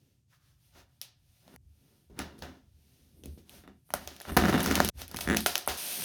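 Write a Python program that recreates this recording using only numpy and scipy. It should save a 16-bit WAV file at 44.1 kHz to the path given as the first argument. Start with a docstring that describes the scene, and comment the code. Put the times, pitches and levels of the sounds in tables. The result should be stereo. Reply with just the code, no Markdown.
"""Opening a taped cardboard box

Hands handle a sticker sheet and a taped box in a small quiet room, close to a pair of microphones. A blade slits
the tape, the flap creaks and snaps open, and a smooth slide follows. Snaps are clicks, creaks are trains of slips
and rubbing is shaped noise; they excite table, box, panels, tape and crinkle. Four shots are spliced together, so
the echo stops dead at each splice."""
import sys
import numpy as np
from scipy import signal
from scipy.fft import rfft, irfft
from scipy.io import wavfile
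from scipy.ndimage import uniform_filter1d

SR = 44100
rng = np.random.default_rng(int(sys.argv[2]) if len(sys.argv) > 2 else 0)


def digitize_waveform(pressure):
    """Quantize a signal to 16-bit integers and store it at the path in sys.argv[1].

    Rows of a 2-D input are taken as channels; values are limited to [-1, 1].
    """
    field = np.atleast_2d(pressure).T
    bounded = np.clip(field, -1, 1)
    quanta = np.round(bounded * 32767).astype(np.int16)
    wavfile.write(sys.argv[1], SR, quanta)


def elevation(decibels):
    """Turn decibel levels (scalar or array-like) into linear amplitude ratios."""
    levels = np.asarray(decibels, float)
    return 10 ** (levels / 20)


N = 266584

# Where each shot starts, and last the end of the final one. Each entry: time in seconds.
SPLICES = [0, 1.565, 4.901, 5.772, 6.05]
# Left-right likeness of spread sound. Each row: frequency in Hz, likeness from 0 to 1.
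SAME = [(60, 0.99), (300, 0.88), (700, 0.4), (1500, 0.1), (3000, 0.014)]


def read(points, hz):
    """Reads a table on a log-frequency axis."""
    f, value = np.transpose(points)
    return np.interp(np.log(hz + 1), np.log(f + 1), value)


def evened(x):
    """Scales to rms 1."""
    return x / np.sqrt(np.mean(x ** 2) + 1e-20)


def colour(points):
    """Causal, minimum-phase impulse response of a spectrum in dB, energy 1."""
    gain_db = np.maximum(read(points, abs(np.fft.fftfreq(4096, 1 / SR))), -100)
    log_gain = np.log(elevation(gain_db))
    taps = np.fft.ifft(np.exp(np.conj(signal.hilbert(log_gain)))).real[:2048]
    return taps / np.linalg.norm(taps)


def ring(modes, low_hz):
    """Impulse response of damped modes that start together, high-passed at low_hz, energy 1."""
    t = np.arange(8192) / SR
    taps = np.zeros(len(t))
    for hz, width_hz, db in modes:
        decay = np.sqrt(width_hz) * np.exp(-np.pi * width_hz * t)  # a wider mode dies sooner
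        taps += elevation(db) * decay * np.sin(2 * np.pi * hz * t)
    taps = signal.sosfilt(signal.butter(2, low_hz, "high", fs=SR, output="sos"), taps)
    return taps / np.linalg.norm(taps)


def through(x, taps):
    """Convolves shot by shot: whatever still rings is cut off at the splice."""
    edges = [min(round(s * SR), N) for s in SPLICES]
    taps = np.atleast_2d(taps)
    shots = [signal.oaconvolve(x[:, a:b], taps, axes=1)[:, :b - a] for a, b in zip(edges, edges[1:])]
    return np.hstack(shots)


def pair():
    """White noise at two microphones, alike in the bass."""
    a, b = rfft(rng.standard_normal((2, N)))
    same = np.clip(read(SAME, np.fft.rfftfreq(N, 1 / SR)), -1, 1)
    return irfft([a, same * a + np.sqrt(1 - same ** 2) * b], N)


def leaned(pan_db):
    """Gains of left and right, pan_db apart."""
    return elevation(np.array([[.5], [-.5]]) * pan_db)


def placed(x, pan_db):
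    """Puts a sound to one side: softer and later at the far microphone."""
    lag_s_per_db = .00003
    lag = round(np.clip(-pan_db * lag_s_per_db * SR, -14, 14))  # samples; positive delays the left
    return leaned(pan_db) * np.array([np.roll(x, max(lag, 0)), np.roll(x, max(-lag, 0))])


def parts(shake, thump, knock, crack, sparkle):
    """Five drives, each into the part that it rings: table, box, panels, tape, crinkle."""
    # Modes of the table top under the box. Each row: frequency in Hz, width in Hz, level in dB.
    table_modes = [(55.7, 12, -9), (76, 12, 1.5), (96, 28, -14)]
    # Modes of the whole box. Each row: frequency in Hz, width in Hz, level in dB.
    box_modes = [(135, 60, -7), (181, 20, -1), (212, 18, 5), (263, 26, 3), (315, 50, 0), (374, 60, -2),
                 (470, 60, -12)]
    # Modes of the card panels. Each row: frequency in Hz, width in Hz, level in dB.
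    panel_modes = [(415, 45, -2), (603, 54, -2.5), (738, 102, 1), (935, 240, 0), (1392, 440, 2.5),
                   (1767, 280, -2.5), (2190, 610, -6), (2794, 230, -5), (3467, 260, -6), (4340, 690, -26)]
    # Crack of the tape film. Each row: frequency in Hz, level in dB per Hz.
    tape_spectrum = [(600, -71), (1500, -11.5), (2600, -2), (3500, -1.5), (4500, -2), (6300, -2.5),
                     (7600, -11.5)]
    # The film's highest crinkle. Each row: frequency in Hz, level in dB per Hz.
    crinkle_spectrum = [(6800, -37), (8400, 15), (11000, 14), (15000, 13.5), (16500, -63)]
    body = through(shake, ring(table_modes, 45)) + through(thump, ring(box_modes, 135))
    body = body + through(knock, ring(panel_modes, 546))
    return body + through(crack, colour(tape_spectrum)) + through(sparkle, colour(crinkle_spectrum))


def hush():
    """The quiet room: a low murmur of the building and faint microphone hiss, as shaped noise."""
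    # Spectrum of the quiet. Each row: frequency in Hz, relative level in dB per Hz.
    hush_spectrum = [(15, -22), (25, 0), (76, 11), (131, 16), (190, 1), (304, -4), (430, -16), (746, -22),
                     (1800, -27), (4480, -26), (6040, -21), (7510, -20), (8370, -22), (14800, -34),
                     (16500, -74)]
    level_db = -70  # rms
    gain = elevation(read(hush_spectrum, np.fft.rfftfreq(N, 1 / SR)))
    return elevation(level_db) * evened(irfft(rfft(pair()) * gain, N))


def rubbing():
    """Friction noise; the harder the box is loaded, the more it comes in clumps and torn fibres."""
    levels_db = friction_levels()
    load = np.clip((levels_db[1] + 60) / 25, 0, 1)  # from the rumble of the box
    clumps = evened(sum(evened(uniform_filter1d(rng.standard_normal(N), n)) for n in (25, 80, 250)))
    swing_db = 4 * load
    grip = elevation(swing_db * clumps - swing_db ** 2 * np.log(10) / 20)  # uneven grip at constant power
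    breaks = rng.random(N) < 450 / SR  # about 450 a second
    fibres = evened(breaks * elevation(4 * np.minimum(rng.exponential(1, N), 4)))
    # from here on one row per part: table, box, panels, tape, crinkle
    torn = .6 * load * np.array([.3, 1, 1, .4, .05])[:, None, None]  # share of power in single breaks
    smooth = np.sqrt(1 - torn) * grip * [pair() for _ in range(5)]
    drive = smooth + np.sqrt(torn) * placed(fibres, -2)
    lean = leaned(np.array([-.5, -5, -3.5, -7.5, -10])[:, None, None])
    return parts(*(lean * elevation(levels_db)[:, None] * drive))


def friction_levels():
    """Friction levels in dB at table, box, panels, tape and crinkle; the layers add in power."""
    power = 1e-12 + rustles() + drags() + table_swells() + scuffs() + cut() + slide()
    return 10 * np.log10(power)


def friction_power(first_part, gain, *levels_db):
    """Power of one friction layer in neighbouring parts, counted from table = 0 to crinkle = 4."""
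    power = np.zeros((5, N))
    for part, db in enumerate(levels_db, first_part):
        power[part] = (gain * elevation(db)) ** 2
    return power


def swell(peak_s, half_s):
    """Gain that rises and eases as a bell, inside its own shot."""
    t = np.arange(N) / SR
    shot = np.searchsorted(SPLICES, t, "right") == np.searchsorted(SPLICES, peak_s, "right")
    edge_db = -10.5  # at the half width
    return elevation(np.maximum(edge_db * ((t - peak_s) / half_s) ** 2, -200)) * shot


def rustles():
    """Swells of light hiss and crinkle, alone or on top of other handling, with a softer scrape."""
    # Each row: peak in seconds, half width in seconds, hiss in dB, crinkle in dB.
    light_swells = [(.05, .17, -77, -83), (.34, .045, -69, -78), (.48, .09, -72, -79), (.67, .09, -72, -74),
                    (.785, .05, -60, -85), (.96, 0.11, -78.5, -82), (1.42, .22, -71, -74.5),
                    (1.9, 0.24, -74, -76), (2.97, 0.27, -71, -74.5), (3.19, .05, -80, -71),
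                    (3.33, .1, -82, -69), (3.8, .12, -83, -83), (3.88, .03, -76, -69),
                    (4.33, .03, -60, -50), (4.43, .04, -55, -47), (5.23, .04, -60, -45),
                    (5.43, .04, -55, -46), (5.52, .04, -60, -47)]
    scrape_db = -9.5  # relative to the hiss
    return sum(friction_power(2, swell(s, half), hiss_db + scrape_db, hiss_db, crinkle_db)
               for s, half, hiss_db, crinkle_db in light_swells)


def drags():
    """Hand, blade or box drags: friction that swells and eases in all parts but the table."""
    # Each row: peak in seconds, half width in seconds, rumble in dB, scrape in dB, hiss in dB.
    pulls = [(.06, .12, -74, -92, -90), (.79, .05, -68, -61, -75), (1.53, 0.087, -60.5, -63, -70),
             (1.92, .15, -70, -78, -85), (2.175, .02, -52, -62, -75), (2.35, 0.058, -55.5, -66, -76),
             (2.21, .03, -44, -43, -59), (2.53, 0.069, -57, -65.5, -81), (3.0, .25, -71, -90, -83),
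             (3.2, 0.064, -62, -88, -85), (3.555, 0.074, -60, -61, -58), (4.03, 0.061, -63, -54, -57.5),
             (4.262, .025, -66, -52, -58), (4.295, .022, -44, -39, -49), (4.32, .02, -36, -45, -55),
             (4.35, 0.026, -48, -48.5, -56), (4.96, .02, -72, -75, -70), (5.012, .035, -52, -51, -47),
             (5.12, 0.036, -54.5, -55, -66), (5.25, .04, -55, -46.5, -56), (6.04, 0.058, -44, -53, -60)]
    crinkle_db = -3.5  # relative to the hiss
    return sum(friction_power(1, swell(s, half), *db, db[-1] + crinkle_db) for s, half, *db in pulls)


def room():
    """Echo of a small room: sparse taps of random sign, each band dying at its own speed."""
    # Each row: frequency in Hz, time to fall 60 dB in seconds.
    decay_times = [(200, 0.34), (600, 0.25), (1500, 0.21), (4000, 0.35), (10000, 0.17)]
    taps = np.zeros((2, SR // 2))
    slots = np.arange(240, SR // 2 - 20, 12)  # samples; the first bounce takes over 5 ms
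    at = slots + rng.integers(0, 12, (2, len(slots)))
    np.put_along_axis(taps, at, rng.choice([-1., 1.], at.shape), 1)
    hz, t, z = signal.stft(taps, SR, nperseg=256)
    same = np.clip(read(SAME, hz), -1, 1)[:, None]
    z[1] = same * z[0] + np.sqrt(1 - same ** 2) * z[1]
    decay = elevation(-60 * t / read(decay_times, hz)[:, None])
    tail = signal.istft(z * decay, SR, nperseg=256)[1]
    tail /= np.linalg.norm(tail[0])
    tail[[0, 1], [330, 318]] += .3  # a near wall stands out, a little sooner on the right
    return tail


def swish():
    """The sticker sheet waved through the air: air noise, strongest near its flutter band."""
    # Each row: time in seconds, level in dB.
    wave = [(.295, -100), (.33, -63.5), (.37, -78), (.5, -78), (.68, -97)]
    s, db = np.transpose(wave)
    gain = elevation(np.interp(np.arange(N) / SR, s, db, -120, -120))
    return through(pair() * gain, ring([(1330, 270, -5), (1650, 350, -3)], 900))  # Hz, width Hz, dB


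def table_swells():
    """Swells of low noise in the table under the handling and cutting."""
    # Each row: peak in seconds, half width in seconds, level in dB.
    low_swells = [(.48, .1, -67), (.78, .1, -61.5), (1.28, .1, -65), (1.6, .2, -59.5), (2.12, .04, -57),
                  (2.2, .04, -47), (2.42, .03, -51), (2.7, .1, -62), (2.8, .1, -67), (3.05, .08, -64),
                  (3.2, .08, -56), (3.29, .05, -47), (3.385, .03, -52), (3.57, .07, -60), (3.67, .03, -59),
                  (3.95, .04, -58), (4.07, .04, -55), (4.304, .025, -32), (4.42, .05, -36), (4.5, .03, -40),
                  (4.675, .04, -34), (4.81, .04, -31.5), (4.965, .02, -42), (5.02, .08, -50.5),
                  (5.18, .03, -43), (5.27, .03, -39), (5.39, .04, -42), (5.52, .03, -56), (5.7, .05, -51)]
    return sum(friction_power(0, swell(s, half), db) for s, half, db in low_swells)


def scuffs():
    """A hand lands on the card and scuffs to rest: a fast rise and an exponential fall."""
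    # Each row: start in seconds, time to fall 20 dB in seconds, rumble in dB, scrape in dB, hiss in dB.
    landings = [(.748, 0.19, -68, -62, -72), (1.01, 0.15, -73, -61, -80), (2.097, .4, -55, -72, -74),
                (2.188, .13, -42.5, -39.5, -52), (2.378, .3, -62, -68, -62), (2.419, 0.1226, -46, -42, -56),
                (3.235, 0.19, -54, -70, -62), (3.375, 0.11, -58, -70, -62.5), (3.635, .1, -56, -60, -80),
                (3.676, .08, -54, -58, -80), (3.94, .1, -55, -46, -54), (4.07, 0.3, -61.5, -54, -53),
                (4.11, .08, -52, -62, -65), (5.135, .07, -46.5, -48, -52), (5.37, 0.05, -62, -39, -36.5),
                (5.46, 0.21, -55, -38.5, -37), (5.554, .12, -61, -45, -50), (5.682, .15, -61, -34, -32.5)]
    rise_s, crinkle_db = .004, -11  # crinkle relative to the hiss
    t, power = np.arange(N) / SR, np.zeros((5, N))
    for s, fall_s, *db in landings:
        gain = np.clip((t - s) / rise_s, 0, 1) * elevation(-20 * abs(t - s) / fall_s)
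        power += friction_power(1, gain, *db, db[-1] + crinkle_db)
    return power


def snaps():
    """Sharp clicks inside brief tearing, many with a low thump; returns them near and as the walls get them."""
    # Snaps of tape and ticks on card.
    # Each row: time in seconds, knock in dB, crack in dB, sparkle in dB, left minus right in dB.
    clicks = [(1.0143, -68, -15.5, -17.5, -6.5), (1.4785, -37, -38, -60, -8.5),
              (1.5397, -38.5, -57, -43.5, -7), (1.561, -30.5, -33.5, -40.5, -6),
              (2.1903, -24, -12, -23, -4), (2.3902, -56, -38, -39.5, -7), (2.4225, -20, -18, -45, -1.5),
              (3.236, -62, -33.5, -37, -9.5), (3.257, -44, -31, -31, -9.5), (3.4942, -48.5, -31, -35, -9),
              (3.637, -36, -50, -65, -3.5), (3.676, -29, -36, -57, -3), (3.8906, -42, -42, -40, -2),
              (3.904, -25.5, -26.5, -32, -3), (3.9379, -5, -8.5, -9, -7), (4.0747, -23, -15.5, -46, -11),
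              (4.164, -51.5, -32, -38, -14), (4.2013, -39, -23, -31, -5.5), (4.21, -26, -32, -45, -3),
              (4.2157, -58, -22.5, -26.5, -3), (4.252, -22, -30, -45, -3),
              (4.3666, -1.5, -5.5, -10.5, -3.5), (4.3706, 1, -2, -8.5, -6.5), (4.3745, 1, -0.5, -15.5, -2),
              (4.4548, -5.5, -8.5, -40, -1.5), (4.4945, -6, -20, -35, -5), (4.531, -8, -20, -30, -3),
              (4.6043, -28, -12.5, -22.5, -9.5), (4.63, -16, -22, -8.5, -6), (4.6605, -8, -7, -19, -4.5),
              (4.7115, -8, -9, -23, -1), (4.7543, -26, -5.5, -13, -15), (4.7786, -12, -22, -30, 4),
              (4.802, 2, -1.5, -37, -5.5), (4.8474, -9.5, -8.5, -10.5, -8), (4.877, -30, -16, -20, -6),
              (4.8876, -10.5, -5, -14, -9.5), (5.017, -21, -15.5, -50, 6),
              (5.0793, -44, -25.5, -26.5, -3.5), (5.1135, -31, -23, -26, -6),
              (5.1442, -16.5, -22.5, -27.5, -7), (5.1621, -49, -14.5, -28.5, -4),
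              (5.1688, -30, -16, -16, -1), (5.1875, -15.5, -22, -20, -4.5), (5.2077, -35, -9, -13, -2),
              (5.2104, -27, -13.5, -20, -9), (5.3649, -10, -15, -14, -5.5), (5.3692, -16, -2, -13, -12),
              (5.405, -28, -19, -16, 8.5), (5.461, -4.5, .5, -1, -1.5), (5.4638, -8, -5, -8, -3),
              (5.468, -14, -9, -10, -3), (5.5548, -12, -4.5, -22, -15.5), (5.5783, -47, -12, -10, -5.5),
              (5.662, -46, -41, -24.5, 1), (5.6755, -4.5, -13, -10.5, -3)]
    # Low thump of the box under the snaps. Each row: time in seconds, thump in dB.
    thumps = [(1.4786, -33.5), (1.5396, -27), (2.0985, -31), (2.1902, -11.5), (2.3902, -27), (2.4227, -15),
              (3.236, -24.5), (3.257, -18), (3.3754, -25), (3.676, -23), (3.904, -27.5), (3.9379, -12),
              (4.3666, 8), (4.4548, -3.5), (4.4945, -1), (4.531, -4), (4.6735, -2.5), (4.7116, -5.5),
              (4.7784, -6), (4.802, 2), (4.8473, -4.5), (5.1442, -12.5), (5.3648, -11), (5.461, -18),
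              (5.677, -16)]
    # one drive each for thump, knock, crack and sparkle
    near, far, t = np.zeros((4, 2, N + 800)), np.zeros((4, 1, N)), np.arange(400) / SR
    tearing = .2 * np.exp(-abs(t - .0007) / np.where(t < .0007, .0004, .0014))
    bursts = rng.standard_normal((len(clicks), 400)) * tearing
    run_up = 31  # samples, 0.7 ms
    bursts[:, run_up] = 1  # the film lets go after a short run-up
    for s, thump_db in thumps:
        far[0, 0, round(s * SR)] += elevation(thump_db)
    near[0, :, :N] = placed(np.roll(far[0, 0], run_up), -4)
    for (s, *levels_db, pan_db), burst in zip(clicks, bursts):
        at = round(s * SR)
        far[1:, 0, at] += elevation(np.array(levels_db))  # all directions mix: no grain of its own is left
        burst, pan_db = np.r_[burst, np.zeros(40)], np.clip(pan_db, -15, 15)
        for drive, db, side in zip(near[1:], levels_db, (.73, 1, .94)):  # bass is heard nearer the middle
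            drive[:, at:at + 440] += elevation(db) * placed(burst, side * pan_db)
    near = near[:, :, :N]
    return parts(.34 * near[0], *near), parts(.6 * far[0], *far)[0]  # thumps shake the table too


def cut():
    """The blade runs along the seam: unbroken friction of changing strength, up to the splice."""
    # Each row: time in seconds, rumble of the box in dB, scrape of card in dB, hiss of tape in dB.
    blade = [(4.367, -40, -31, -48), (4.43, -30, -31, -42), (4.514, -27, -32, -37.5),
             (4.56, -24, -30, -39.5), (4.6, -31, -31, -40), (4.652, -33, -39, -36.5),
             (4.726, -30, -31, -36.5), (4.745, -38, -35.5, -41), (4.765, -31, -30, -33.5),
             (4.808, -40, -46.5, -43), (4.858, -42, -49, -35), (4.94, -60, -70, -70)]
    crinkle_db = -10  # relative to the hiss
    t = np.arange(N) / SR
    s, *columns = np.transpose(blade)
    levels_db = [np.interp(t, s, db, -200, -200) for db in columns]
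    return friction_power(1, t < SPLICES[2], *levels_db, levels_db[-1] + crinkle_db)


def creak():
    """The pulled flap sticks and slips evenly; slips shake the box and tick the fold of the flap."""
    # Each row: time in seconds, slips per second, level in dB.
    pull = [(5.274, 75.3, -29.5), (5.291, 82, -22), (5.312, 101.7, -25.5), (5.337, 120, -29.5),
            (5.353, 83, -25)]
    s, rate, db = np.transpose(pull)
    t = np.arange(N) / SR
    turns = np.cumsum(np.interp(t, s, rate, 0, 0)) / SR
    spread_db = 1.5 * rng.standard_normal(N)
    slips = np.diff(np.floor(turns + .9), prepend=0)  # one click per whole turn
    slips = slips * elevation(np.interp(t, s, db) + spread_db)
    grit = np.convolve(slips, np.exp(-np.arange(400) / 90))[:N] * rng.standard_normal(N)  # 2 ms decay
    fold_modes = [(1750, 330, 0), (3400, 600, -12)]  # Hz, width Hz, dB
    fold = through(placed(slips, -3), elevation(17) * ring(fold_modes, 900))
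    drives = (slips * elevation(15), slips * elevation(24), slips * elevation(18), grit * elevation(-5), grit * elevation(-14))
    return fold + parts(*(placed(x, -4) for x in drives))


def slide():
    """Something smooth slides over the mat: steady friction, mostly hiss and crinkle."""
    # Each row: time in seconds, hiss in dB.
    glide = [(5.772, -41.5), (5.9, -38.5), (6.05, -38)]
    s, db = np.transpose(glide)
    gain = elevation(np.interp(np.arange(N) / SR, s, db, -200, -200))
    return friction_power(1, gain, -20.5, -10.5, 0, .2)  # rumble, scrape, hiss, crinkle


def scene():
    """Near sounds and their echo, faded over 3 ms into each splice, on the quiet of the room."""
    hits, far_hits = snaps()
    flap = creak()
    rub = rubbing() + swish()
    feed = elevation(-2) * far_hits + elevation(-4) * flap.mean(0) + elevation(-14) * rub.mean(0)  # what the walls get
    t = np.arange(N) / SR
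    to_splice_s = np.take(SPLICES, np.searchsorted(SPLICES, t, "right")) - t
    handling = hits + flap + rub + through(feed[None], room())
    return hush() + handling * np.clip(to_splice_s / .003, 0, 1)


def top_cut(x):
    """Nothing passes above the cut-off."""
    return signal.sosfilt(signal.butter(12, 17100, fs=SR, output="sos"), x)


def record(dry):
    """Rumble filter of the recorder: a high-pass at 35 Hz."""
    mix = signal.sosfilt(signal.butter(2, 35, "high", fs=SR, output="sos"), dry)
    return top_cut(mix)


dry = scene()
out = record(dry)
digitize_waveform(out)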